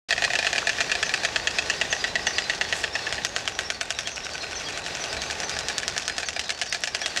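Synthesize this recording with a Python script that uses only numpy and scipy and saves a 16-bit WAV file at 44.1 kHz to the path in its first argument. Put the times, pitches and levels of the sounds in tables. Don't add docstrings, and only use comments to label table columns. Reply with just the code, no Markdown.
import sys
import numpy as np
from scipy import signal
from scipy.fft import rfft, irfft, next_fast_len
from scipy.io import wavfile
from scipy.ndimage import map_coordinates

SR = 44100
rng = np.random.default_rng(int(sys.argv[2]) if len(sys.argv) > 2 else 0)


def int16_out(signal):
    q = np.round(np.clip(np.atleast_2d(signal).T, -1, 1) * 32767)
    wavfile.write(sys.argv[1], SR, q.astype(np.int16))


N = 317520
CONTACT_S = .005

# centre_hz, width_hz, gain_db
DRY_BILL_MODES = [(712, 87, 15.6), (1597, 41, 17), (1877, 108, 17.6), (2540, 2200, 7.7), (3600, 2000, 12.6),
                  (5200, 1800, 17)]


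def amp(db):
    return 10 ** (np.asarray(db) / 20)


def unit(x):
    return x / np.sqrt(np.mean(x ** 2) + 1e-20)


def along(points, hz):
    point_hz, values = np.transpose(points)
    return np.interp(np.log(hz + 1), np.log(point_hz + 1), values)


def wobble(rate):
    return map_coordinates(rng.standard_normal(int(N * rate / SR) + 4), [np.arange(N) * rate / SR])


def filtered(x, response):
    size = next_fast_len(N + SR // 2)
    return irfft(rfft(x, size) * response(np.fft.rfftfreq(size, 1 / SR)), size)[:N]


def add(track, start_s, sound):
    i = int(np.clip(round(start_s * SR), 0, N))
    track[i:i + len(sound)] += sound[:N - i]


def noise(spectrum):
    return unit(filtered(rng.standard_normal(N), lambda hz: amp(along(spectrum, hz))))


def air():
    # time_s, rush_gain_db, hiss_gain_db
    swell = [(.3, -41, -28), (.8, -40, -28), (2.88, -40.5, -30), (4.03, -45, -36), (5.01, -39.5, -29),
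             (5.64, -39.5, -30.5), (6.64, -47.2, -37.5), (7.2, -42.5, -29)]
    # frequency_hz, gain_db
    rumble_spectrum = [(20, -22), (30, -17), (42, 5.5), (65, 2), (100, 3.5), (160, 3), (290, -1),
                       (400, -27), (660, -120)]
    rush_spectrum = [(180, -36), (300, -1.5), (404, 4), (586, 3.5), (676, 5), (847, 4), (1010, -4.5),
                     (1120, 1), (1400, -5.5), (1820, -3), (3080, -120)]
    hiss_spectrum = [(820, -14), (1400, -6), (1500, 4), (1730, -0.5), (1900, 6.5), (2060, -1.5), (2660, 2),
                     (3100, -3.5), (3400, -0.5), (3720, -1), (5770, -4), (7300, -10), (16000, -42)]
    times, *gains = np.transpose(swell)
    rush_db, hiss_db = (np.interp(np.arange(N) / SR, times, gain) for gain in gains)
    drone = amp(-6.5) * noise([(54, -54), (66, -3), (71, -5), (76, -2), (92, -55)])
    rumble = amp(rush_db - 7 + .66 * wobble(10)) * (noise(rumble_spectrum) + drone)
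    rush = amp(rush_db + .94 + .61 * wobble(8.6)) * noise(rush_spectrum)
    hiss = amp(hiss_db - 7 + 1.52 * wobble(25)) * noise(hiss_spectrum)
    return rumble + rush + hiss


def echoes(x, paths):
    def response(hz):
        returns = sum(amp(db) * np.exp(-2j * np.pi * hz * delay_s) for delay_s, db in paths)
        return returns / (1 + (hz / 13000) ** 2)
    return filtered(x, response)


def scatter(delay_s, twigs_db, twigs_decay_s, size=12288):
    # frequency_hz, t60_s
    decay_times = [(300, 0.095), (2000, 0.066), (6000, 0.38), (12000, 0.09)]
    hz, t, spectra = signal.stft(rng.standard_normal(size), SR, nperseg=256)
    decay = amp(-60 * t / along(decay_times, hz)[:, None])
    tail = signal.istft(spectra * decay, SR, nperseg=256)[1]
    t = np.arange(len(tail)) / SR
    twigs = rng.standard_normal(len(t)) ** 3 * np.exp(-t / twigs_decay_s)
    answer = tail / np.linalg.norm(tail) + amp(twigs_db) * twigs / np.linalg.norm(twigs)
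    return np.pad(answer / np.linalg.norm(answer), (int(delay_s * SR), 0))


def whistle(length_s, start_hz, end_hz, db):
    progress = np.linspace(0, 1, int(length_s * SR))
    arch = np.abs(np.sin(np.pi * progress))
    quaver = map_coordinates(rng.standard_normal(10), [9 * progress])
    hz = (start_hz + (end_hz - start_hz) * progress) * (1 + .07 * (arch - .6) + .015 * quaver)
    return amp(db) * arch * np.sin(2 * np.pi * np.cumsum(hz) / SR)


def songbirds(far_notes=130, note_s=.041, spacing_s=.089, sag=.93):
    # start_s, start_hz, end_hz, gain_db
    phrases = [(1.046, 6420, 5500, -38), (1.9, 6790, 5180, -32.5), (2.258, 6810, 5150, -32),
               (2.925, 5530, 4910, -37.5), (3.64, 5500, 5270, -39), (4.23, 6040, 5000, -41),
               (4.549, 6740, 5040, -35.5), (4.999, 6150, 5500, -36.5), (5.424, 5620, 6230, -36),
               (6.253, 6900, 5170, -39), (6.624, 6700, 5300, -48), (6.999, 5320, 5750, -38)]
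    # start_s, gain_db
    pips = [(4.05, -38.5), (4.66, -37), (7.03, -35)]
    near, far = np.zeros((2, N))
    for start_s, start_hz, end_hz, db in phrases:
        add(near, start_s, whistle(note_s, start_hz, end_hz, db))
        for step in (1, 2):
            hz = (start_hz + end_hz) / 2 * .83 ** step
            add(near, start_s + step * spacing_s, whistle(note_s, hz, hz * sag, db - 4.5 * step))
    for start_s, db in pips:
        add(near, start_s, whistle(.03, 3320, 3320 * sag, db))
    for when, pitch, slur in rng.random((far_notes, 3)):
        hz = 3400 + 2700 * pitch
        add(far, when * N / SR, whistle(.028, hz, hz * (.72 + .45 * slur), db=-38.5))
    trees = scatter(delay_s=.011, twigs_db=-15, twigs_decay_s=.016)
    return amp(6) * near + signal.fftconvolve(amp(-2.5) * near + far, trees)[:N]


def sticks():
    # start_s, length_s, centre_hz, level_db
    shifts = [(0.274, 0.01, 1140, -32.5), (0.627, 0.006, 1280, -29), (2.722, 0.12, 6550, -42),
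              (6.481, 0.0026, 5500, -35), (6.697, 0.0034, 7300, -39), (6.806, 0.0027, 7700, -40)]
    track = np.zeros(N)
    for start_s, length_s, centre_hz, db in shifts:
        arch = np.sin(np.linspace(0, np.pi, int(length_s * SR)))
        band = signal.butter(2, [centre_hz * .8, centre_hz * 1.25], "band", fs=SR)
        grains = signal.lfilter(*band, rng.standard_normal(len(arch)) ** 3)
        add(track, start_s, amp(db) * unit(grains * arch))
    return track


def clack(modes, ring_db, crack_db, bill_hz, rattle, spread_s, top_hz, size=2048):
    t = np.arange(size) / SR - CONTACT_S
    hz = np.fft.rfftfreq(size, 1 / SR)
    touches = rng.standard_normal(size) ** 3 * np.exp(-np.abs(t) / spread_s) * (t > -.0014)
    touch_share = np.clip(rattle, .28, 1) * np.interp(hz, [2800, 4200], [.3, .9])
    bending = np.clip(rattle, 0, 1) * (.17 * np.sqrt(hz) - .0017 * hz)
    contact = np.exp(-2j * np.pi * (hz * CONTACT_S + bending))
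    force = np.sqrt(touch_share) * rfft(touches) / np.linalg.norm(touches)
    force += np.sqrt(1 - touch_share) * contact
    body = 0
    for centre, width, db in modes:
        if 1000 < centre < 4000:
            centre = centre * bill_hz / 1820
        resonance = 1j * hz * width / (centre ** 2 - hz ** 2 + 1j * hz * width)
        body = body + amp(db + rng.normal(0, 1)) * resonance
    spectrum = force * body * hz ** 2 / (hz ** 2 + 330 ** 2) / np.sqrt(1 + (hz / top_hz) ** 10.3)
    lowpass = 1 / (1 + (hz / 3400) ** 12)
    ring, crack = irfft(spectrum * lowpass), irfft(spectrum * (1 - lowpass))
    return (amp(ring_db) * unit(ring) + amp(crack_db) * unit(crack)) * np.sqrt(.005 * SR / size)


def far_nests(count=120):
    track = np.zeros(N)
    for when, strength, pitch in rng.random((count, 3)):
        db = -41.5 + 4.8 * strength
        bill_hz = 1650 + 350 * pitch
        snap = clack(DRY_BILL_MODES, db, db + 2.5, bill_hz, rattle=.98, spread_s=.0096, top_hz=7200)
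        add(track, when * N / SR, snap)
    return track


def tilted(modes, overtones_db):
    return [(hz, width, db + overtones_db * (hz > 2200)) for hz, width, db in modes]


def run_of_clacks(tempo, closing):
    times = [tempo[0][0]]
    while times[-1] <= tempo[-1][0]:
        times.append(times[-1] + 1 / np.interp(times[-1], *np.transpose(tempo)))
    times = np.array(times[:-1])
    closing_s, *controls = np.transpose(closing)
    ring_db, crack_db, rattle = (np.interp(times, closing_s, control) for control in controls)
    softness, looseness = rng.standard_normal((2, len(times)))
    uneven_db = -.34 * softness
    return np.column_stack([times, ring_db + uneven_db, crack_db + uneven_db, rattle * (1 + .049 * looseness)])


def clatter(strokes, posture, modes, side_modes, near_paths, far_paths, spread_s, top_hz,
            ring_gain_db, crack_gain_db, side_fill, scatter_db, scatter_delay_s, twigs_db):
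    direct, sideways, scattered = np.zeros((3, N))
    posture_s, *colour = np.transpose(posture)
    full_ring_db, full_crack_db = np.max(strokes, axis=0)[1:3]
    for time_s, ring_db, crack_db, rattle in strokes:
        bill_hz, overtones_db = (np.interp(time_s, posture_s, column) for column in colour)
        timbre = bill_hz, rattle, spread_s, top_hz
        start_s = time_s - CONTACT_S
        front = clack(tilted(modes, overtones_db), ring_db + ring_gain_db, crack_db + crack_gain_db, *timbre)
        add(direct, start_s, front)
        side_ring_db = ring_db + side_fill * (full_ring_db - ring_db)
        side_crack_db = crack_db + side_fill * (full_crack_db - crack_db) / 2 + .5
        side = clack(tilted(side_modes, overtones_db), side_ring_db, side_crack_db, *timbre)
        add(sideways, start_s, side)
        branches = scatter(scatter_delay_s, twigs_db, twigs_decay_s=.0064)
        add(scattered, start_s, signal.fftconvolve(side, branches))
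    return direct + echoes(direct, near_paths) + echoes(sideways, far_paths) + amp(scatter_db) * scattered


def neighbours():
    # first_s, last_s, clack_count, first_ring_db, last_ring_db, crack_over_ring_db
    runs = [(0.108, 1.235, 9, -19, -26, -8.5), (0.1798, 0.5523, 4, -22, -25, -14),
            (0.2225, 0.8977, 7, -20, -27, -12.5), (5.168, 6.3642, 10, -28.5, -26, -10.5),
            (6.494, 6.8747, 4, -26.5, -26.5, -6), (7.017, 7.163, 2, -26.5, -27.5, -9)]
    # time_s, bill_hz, overtones_db
    posture = [(.1, 1940, 2.7), (1.2, 1800, 0), (5.2, 1780, -3.1), (7.2, 1800, 1)]
    # centre_hz, width_hz, gain_db
    modes = [(707, 127, 8.5), (1510, 47, -9), (1727, 170, 12.5), (2350, 85, 9.5), (4020, 330, -16),
             (6560, 580, -35)]
    rattle = .741
    strokes = []
    for first_s, last_s, count, first_db, last_db, crack_over_ring_db in runs:
        for time_s, db in np.linspace((first_s, first_db), (last_s, last_db), count):
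            strokes.append((time_s, db, db + crack_over_ring_db, rattle))
    return clatter(strokes, posture, modes, side_modes=modes,
                   near_paths=[(.0058, -7.5)], far_paths=[(.021, -54)], spread_s=.0067, top_hz=7200,
                   ring_gain_db=1, crack_gain_db=6.4, side_fill=.062,
                   scatter_db=-7, scatter_delay_s=.008, twigs_db=-5)


def hollow_stork():
    # time_s, clacks_per_s
    tempo = [(.1265, 8.743), (1.22, 9.082), (1.43, 8.807), (2.38, 8.754), (3.19, 8.806)]
    # time_s, ring_db, crack_db, rattle (0-1)
    closing = [(.13, -19.5, -27.5, 0.88), (1.68, -19, -25, 0.91), (1.85, -19, -28.5, 0.67),
               (2.14, -18.5, -29, 0.65), (2.28, -19, -24.5, 0.61), (2.65, -18.5, -28.5, 0.52),
               (2.95, -20.5, -32.5, 0.84), (3.18, -27.5, -43, 0.99)]
    # time_s, bill_hz, overtones_db
    posture = [(.1, 1816, 3), (1, 1777, 3.5), (1.7, 1830, 2), (2.1, 1910, -3), (2.5, 1890, -2.5),
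               (3.1, 1814, -3.5)]
    # centre_hz, width_hz, gain_db
    modes = [(717, 270, -4), (1660, 52, -27), (1814, 167, 8.5), (2587, 300, 3), (3190, 57, -3),
             (4280, 790, -13), (6370, 1500, -11.5)]
    return clatter(run_of_clacks(tempo, closing), posture, modes, side_modes=modes,
                   near_paths=[(.00462, -2.1)], far_paths=[(.0124, -16), (.0381, -11)],
                   spread_s=.0034, top_hz=6450, ring_gain_db=.1, crack_gain_db=1.8, side_fill=.37,
                   scatter_db=-8.5, scatter_delay_s=.007, twigs_db=.5)


def dry_stork():
    # time_s, clacks_per_s
    tempo = [(3.1263, 8.107), (3.24, 8.747), (3.69, 8.947), (3.91, 12.055), (4.11, 11.418), (4.98, 11.321),
             (6.07, 9.809), (6.37, 9.086), (7.19, 8.86)]
    # time_s, ring_db, crack_db, rattle (0-1)
    closing = [(3.13, -23.5, -27, 0.14), (3.25, -21, -19.5, 0.038), (3.4, -19.5, -26.5, 0.34),
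               (3.901, -22, -22.5, 0.82), (4.07, -25.5, -26.5, 0.35), (4.17, -46, -31.5, 0.28),
               (4.51, -38.5, -36, 0.28), (4.8, -28.5, -30.5, 0.52), (5.52, -32, -25, 0.33),
               (5.78, -25.5, -19.5, .03), (6.08, -25, -22, 0.17), (6.28, -23.5, -23.5, 0.62),
               (7.17, -21.5, -22, 0.85)]
    # time_s, bill_hz, overtones_db
    posture = [(3.1, 1870, 0.48), (3.7, 1783, -0.3), (6.2, 1724, -2.1), (6.4, 2130, 2.3), (7.2, 1840, 0)]
    # centre_hz, width_hz, gain_db
    side_modes = [(700, 160, 15.5), (1545, 110, 19), (2656, 500, 17.5), (5900, 4800, 14.5)]
    return clatter(run_of_clacks(tempo, closing), posture, DRY_BILL_MODES, side_modes,
                   near_paths=[(.00462, -6)], far_paths=[(.0192, -15), (.044, -19.5)],
                   spread_s=.0035, top_hz=7650, ring_gain_db=-.64, crack_gain_db=-1.5, side_fill=1.21,
                   scatter_db=-15.5, scatter_delay_s=.008, twigs_db=8)


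def scene():
    storks = hollow_stork() + dry_stork() + neighbours() + far_nests()
    return (storks + sticks() + songbirds() + air())[None]


def record(dry, silence_s=.085, fade_s=.0056, ceiling=.9, top_hz=15900):
    opening = np.clip((np.arange(N) / SR - silence_s) / fade_s, 0, 1)
    rounded = dry[0] / (1 + np.abs(dry[0] / ceiling) ** 6) ** (1 / 6)
    return filtered(rounded * opening, lambda hz: hz < top_hz)[None]


dry = scene()
out = record(dry)
int16_out(out)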